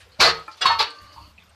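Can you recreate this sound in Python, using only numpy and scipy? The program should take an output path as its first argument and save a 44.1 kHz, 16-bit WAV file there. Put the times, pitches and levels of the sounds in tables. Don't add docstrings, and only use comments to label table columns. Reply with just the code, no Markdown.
import sys
import numpy as np
from scipy import signal
from scipy.fft import rfft, irfft, next_fast_len
from scipy.io import wavfile
from scipy.ndimage import uniform_filter1d, minimum_filter1d

SR = 44100
rng = np.random.default_rng(int(sys.argv[2]) if len(sys.argv) > 2 else 0)


def persist_wave(psi):
    counts = np.round(np.clip(psi, -1, 1) * 32767).astype(np.int16)
    wavfile.write(sys.argv[1], SR, np.atleast_2d(counts).T)


def volts_from_db(level):
    exponent = np.asarray(level, float) / 20
    return 10 ** exponent


N = 68355
T = np.arange(N) / SR


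def pan_contacts():
    # time in seconds, force in dB.
    landing = [(.187, -51.5), (.197, -22.5), (.207, -8.5), (.241, -13.5), (.3, -22.5), (.331, -31.5),
               (.421, -49.5), (.471, -55.5)]
    shift = [(.608, -27.5), (.615, -23), (.651, -28), (.657, -14), (.675, -24.5), (.721, -27), (.786, -46)]
    settling = [(.787, -28), (.796, -19), (.816, -20.5), (.851, -33), (.961, -57)]
    # frequency in Hz, density in dB per Hz.
    landing_tone = [(131, -26), (450, -4.5), (720, -2), (1000, 0.5), (1400, -1.5), (3200, -7.5),
                    (4350, -0.5), (6201, -13), (14400, -34)]
    shift_tone = [(131, -36.5), (601, -9.5), (1101, -1.5), (2341, -8.5), (4501, -6), (5501, -17),
                  (7501, -25), (14400, -40.5)]
    settling_tone = [(201, -22.5), (501, -2), (951, 3.5), (2301, 3), (4301, 7.5), (5201, -2), (7001, -16.5),
                     (14400, -32.5)]
    noise = chatter(landing, landing_tone, t60=.08, dulls=.9, count=600)
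    noise = noise + chatter(shift, shift_tone, t60=.12, dulls=.9, count=350)
    return noise + chatter(settling, settling_tone, t60=.07, dulls=.5, count=600)


def chatter(force, tone, t60, dulls, count):
    hz = rng.uniform(np.sqrt(150), np.sqrt(14700), count) ** 2
    t = T[:SR // 6, None]
    life = t60 * (hz / 1000) ** -.15
    decay = volts_from_db(along(tone, hz) + 3 * rng.standard_normal(count) - 60 * t / life)
    weight = np.sqrt(np.sqrt(hz) / life)
    onset = 1 - np.exp(-t * hz)
    body = (decay * weight * np.sin(2 * np.pi * hz * t) * onset).sum(1)

    spectrum = rfft(body)
    power = uniform_filter1d(np.abs(spectrum) ** 2, size=45)
    target = volts_from_db(along(tone, np.fft.rfftfreq(len(body), 1 / SR)))
    body = irfft(spectrum * target / np.sqrt(power), len(body))[:SR // 8]

    push = rng.standard_normal(N) * volts_from_db(2.5 * wobble(1, 110)[0])
    gain = level_curve(force)
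    dull = filtered(push, lambda f: 1 / (1 + (f / 5600) ** 4))
    push = dull + (push - dull) * (gain / gain.max()) ** dulls
    shaken = signal.fftconvolve(push * gain, body / np.linalg.norm(body))[:N]
    return filtered(shaken, lambda f: 1 / (1 + (220 / (f + 1)) ** 4))


def pan_ringing():
    # frequency in Hz, level in dB, t60 in seconds.
    stove_top = [(160, -19.5, 0.48), (454.5, -7.5, 0.36), (683, -10.5, 0.17), (724, -1.5, .25),
                 (918, -11, 0.32), (1262, -7.5, 0.65), (1334, -17, .3), (1520, -3, 0.16),
                 (2013, -2.5, 0.26), (2408, -0.5, .2), (4410, -2, 0.36)]
    free_pan = [(1082, -18, .5), (1238, -6, .04), (1480, -9, .12), (1950, -12, .08), (2799, -7, 2),
                (3391, -6, 2), (3811, -17, 2), (4517, -15, .5), (4958, -1, .1), (5814, -14, .25),
                (7510, -10, .045), (8473, -20, .07), (9162, -22, .06), (9620, -26, .08)]
    pan_and_grate = [(899, -12, .9), (1031, -11, .6), (1096, -4, .4), (1140, -10, .5), (1301, -10, 1.0),
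                     (1745, -10, .15), (2164, -11, .3), (2797, -17, 1.0), (3079, -20, .45),
                     (3390, -12, .28), (3800, -6, .25), (4384, 0, .3), (5227, -17, .2), (6218, -27, .26)]
    second_knock = [(921, -3, .3), (1031, -9, .25), (1187, -12, .3), (1785, -21, 2)]
    pan_at_rest = [(463, -19, 0.39), (792, -18, 0.26), (860, -0.5, 0.1), (1105, -34, 1.4),
                   (1151, 6.5, 0.083), (1186.5, -16.5, 1.31), (1548, -23, 0.75), (2346, -5, 0.11),
                   (3330, 3, 0.093), (3780, -6, .2), (4170, 7, 0.055), (4453, -7, 0.29), (4900, -2, 0.095)]
    light_knock = [(320, -16, .1), (600, -14, .08), (868, -11, .28), (1055, -6, .09), (1262, -12, .3),
                   (1350, 0, .08), (1745, -8, .06), (2365, -12, .12), (2450, -6, .04)]
    # start in seconds, level in dB, attack in seconds, time of damping in seconds.
    strikes = [
        (0.225, -14.5, 0.007, 0.42),
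        (0.612, -12.5, 0.011, 0.63),
        (.654, -14.5, 0.0096, 0.81),
        (0.699, -10, 0.002, 0.73),
        (0.79, -16, 0.01, 1.135),
    ]
    # seconds, dB, seconds, seconds.
    tap_strike = (.479, -30, .002, .535)
    bodies = (stove_top, free_pan, pan_and_grate, second_knock, pan_at_rest, light_knock)
    return sum(ring(modes, *strike) for modes, strike in zip(bodies, [*strikes, tap_strike]))


def ring(modes, start, db, attack, damped):
    damp_t60 = 0.068
    waver_db, drift_rad = 1.6, .35
    hz, mode_db, t60 = np.transpose(modes)[..., None]
    now = (T >= start) & (T < damped + 2 * damp_t60)
    t = T[now] - start
    waver = waver_db * wobble(len(hz), 1000)[:, now]
    drift = drift_rad * wobble(len(hz), 900)[:, now]
    phase = 2 * np.pi * (hz * t + rng.random(hz.shape)) + drift
    lines = volts_from_db(mode_db + waver - 60 * t / t60) * np.sin(phase)
    choke_db = -60 * np.maximum(T[now] - damped, 0) / damp_t60
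    out = np.zeros(N)
    out[now] = lines.sum(0) * (1 - np.exp(-t / attack)) * volts_from_db(db + choke_db)
    return out


def base_knocks():
    # time of the peak in seconds, peak level in dB, pitch in Hz, half length in seconds.
    blunt = [(.198, -27.5, 189, 0.0036), (0.199, -28, 625, 0.0065), (0.235, -11, 1454, 0.0063),
             (.259, -22.5, 597, 0.0058), (.281, -15, 1150, 0.0023), (0.658, -33, 177, 0.0049),
             (0.66, -2.5, 1065, 0.0034), (0.7067, -10, 960, 0.0011), (0.721, -12, 1100, 0.00096),
             (.804, -16.5, 889, .006), (1.164, -38.5, 940, 0.0022), (1.175, -44, 950, 0.0018),
             (1.183, -37, 930, 0.0081), (1.183, -41, 1074, 0.013)]
    s, db, hz, half = np.transpose(blunt)[..., None]
    bell = np.exp(-((T - s) / half) ** 2)
    return (volts_from_db(db) * bell * np.cos(2 * np.pi * hz * (T - s))).sum(0)


def small_contacts():
    # start in seconds, level in dB, pitch in Hz, bandwidth in Hz, length in seconds.
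    contacts = [(.0, -49.5, 2180, 2550, 0.061), (0.115, -54.5, 4320, 614, 0.058),
                (0.396, -54.5, 8340, 1500, 0.0047), (0.478, -60, 9400, 6000, 0.019),
                (0.512, -46.5, 4500, 1295, 0.04), (0.57, -50.5, 3670, 2550, 0.054),
                (0.199, -19, 4870, 700, 0.023), (0.202, -17, 2360, 402, 0.023),
                (0.21, -6.5, 4400, 616, 0.018), (0.226, -8, 4450, 396, 0.0092),
                (0.234, -1, 4150, 503, .012), (0.258, -13, 4500, 510, 0.023),
                (0.289, -22, 4300, 600, 0.029), (.808, -18.5, 4100, 900, 0.014),
                (0.827, -18, 4150, 1160, 0.0055), (0.902, -52.5, 8300, 1970, 0.014),
                (0.985, -42, 4500, 500.5, 0.0091), (.905, -38.5, 4450, 700, 0.015),
                (1.124, -49, 4600, 980, 0.03), (1.212, -56.5, 2733, 300, .06),
                (1.377, -52.5, 2150, 300, 0.044), (1.379, -46.5, 2544, 300, 0.019),
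                (1.389, -57.5, 3480, 500, 0.083), (1.05, -57, 2150, 250, 0.017),
                (1.107, -61, 2150, 250, .015), (1.42, -55, 2270, 502, 0.023),
                (1.43, -66.5, 13400, 2000, 0.038), (1.491, -59.5, 8430, 990, 0.014),
                (1.505, -56, 1100, 700, 0.019), (.0, -60, 8900, 2500, .03), (0.089, -65, 10000, 6000, .006),
                (0.205, -36, 10450, 7100, 0.013), (0.571, -59.5, 10580, 5000, 0.0068),
                (0.654, -44.5, 8200, 6000, 0.011), (0.052, -58.5, 473, 150, 0.092),
                (1.326, -63.5, 192.6, 50, .2), (0.787, -50, 12000, 5000, 0.017)]
    out = np.zeros(N)
    for s, db, hz, width, length in contacts:
        u = np.maximum(T - s, 0) / length
        puff = unit(filtered(rng.standard_normal(N), lambda f: resonance(f, hz, width) ** 2))
        out += volts_from_db(db) * puff * (1 - np.exp(-12 * u)) * np.exp(-1.6 * u ** 1.6)
    return out


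def flame_in_pan():
    # frequency in Hz, bandwidth in Hz, level in dB.
    resonances = [(300, 44, -7), (590, 32, -4), (1150, 172, -4.5), (2150, 110, -19.5), (2910, 150, -10),
                  (4500, 460, -8.5), (6530, 150, -24)]
    # time in seconds, level in dB.
    course = [(.85, -53), (1.02, -54), (1.26, -51.5), (1.32, -61)]

    def response(f):
        return sum(volts_from_db(db) * resonance(f, hz, width) ** 2 for hz, width, db in resonances)

    return level_curve(course) * unit(filtered(rng.standard_normal(N), response))


def flame_rumble():
    # time in seconds, level in dB.
    course = [(0, -65), (.03, -55.5), (.14, -59), (.18, -64), (.21, -34.5), (.28, -43), (.4, -54),
              (.47, -64), (.6, -67), (.7, -45), (.85, -53), (.9, -73), (.99, -70), (1.02, -47), (1.09, -58),
              (1.22, -48), (1.42, -61.5), (1.55, -58.5)]
    # frequency in Hz, density in dB per Hz.
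    spectrum = [(20, -22), (48, -16.5), (72, 2.5), (100, -2), (125, -29.5), (170, -17.5), (300, -33),
                (450, -43)]
    rumble = unit(filtered(rng.standard_normal(N), lambda f: volts_from_db(along(spectrum, f))))
    power = np.abs(uniform_filter1d(rumble ** 2, size=1500))
    return level_curve(course) * unit(rumble / (np.sqrt(power) + 0.315))


def gas_hiss():
    # time in seconds, level in dB.
    course = [(0, -54), (.07, -58.5), (.17, -57), (.55, -53.5), (.95, -53), (1.28, -59), (1.31, -60.5),
              (1.365, -60.5), (1.38, -58.5), (1.55, -59)]
    # frequency in Hz, density in dB per Hz.
    spectrum = [(65, -57.5), (110, -20), (244, -24), (564, -17.5), (691, -16), (1410, -16.5), (3130, -20.5),
                (4440, -21), (14500, -46)]
    z = signal.stft(rng.standard_normal(N + 512), nperseg=512)[2]
    patches = uniform_filter1d(rng.standard_normal(z.shape), size=6, axis=0)
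    patches = uniform_filter1d(patches, size=8, axis=1)
    patchy = signal.istft(z * volts_from_db(2.4 * unit(patches)), nperseg=512)[1][:N]
    hiss = unit(filtered(patchy, lambda f: volts_from_db(along(spectrum, f)) * (f > 100)))
    return level_curve(course) * hiss


def kitchen(x):
    # frequency in Hz, t60 in seconds.
    decay = [(200, 0.33), (2000, 0.2), (10000, 0.054)]
    hz, t, z = signal.stft(rng.standard_normal(SR // 2), SR, nperseg=256)
    fading = z * volts_from_db(-60 * t / along(decay, hz)[:, None])
    tail = signal.istft(fading, SR, nperseg=256)[1]
    return signal.fftconvolve(x, tail / np.linalg.norm(tail))[:N]


def two_ports(mid):
    # frequency in Hz, level in dB.
    apart = [(3000, -90), (5000, -40), (6500, -22), (9000, -19), (12000, -7)]
    scatter = rng.standard_normal(900)
    scattered = signal.fftconvolve(mid, scatter / np.linalg.norm(scatter))[:N]
    side = filtered(scattered, lambda f: volts_from_db(along(apart, f)))
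    return np.array([mid + side, mid - side])


def unit(x):
    return x / np.sqrt(np.mean(x ** 2) + 1e-20)


def along(points, hz):
    f, v = np.transpose(points)
    return np.interp(np.log(hz + 1), np.log(f + 1), v)


def level_curve(rows):
    s, db = np.transpose(rows)
    return volts_from_db(np.interp(T, s, db, left=-140, right=-140))


def filtered(x, response):
    m = next_fast_len(N + 8192)
    return irfft(rfft(x, m) * response(np.fft.rfftfreq(m, 1 / SR)), m)[:N]


def resonance(f, hz, width):
    return 1j * f * width / (hz * hz - f * f + 1j * f * width)


def wobble(count, step):
    knots = rng.standard_normal((count, N // step + 2))
    return np.array([np.interp(np.arange(N) / step, np.arange(len(k)), k) for k in knots])


def scene():
    near = pan_contacts() + pan_ringing() + base_knocks() + small_contacts()
    burner = flame_in_pan() + flame_rumble() + gas_hiss()
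    return two_ports(near + volts_from_db(-12) * kitchen(near) + burner)


def top_cut(x):
    return signal.sosfilt(signal.butter(12, 14870, fs=SR, output="sos"), x)


def record(dry):
    need = np.minimum(1, .7 / (np.abs(dry).max(0) + 1e-9))
    held = dry * uniform_filter1d(minimum_filter1d(need, size=180), size=180)
    mix = np.array([filtered(c, lambda f: np.clip((14400 - f) / 200, 0, 1)) for c in held])
    return top_cut(mix)


dry = scene()
out = record(dry)
persist_wave(out)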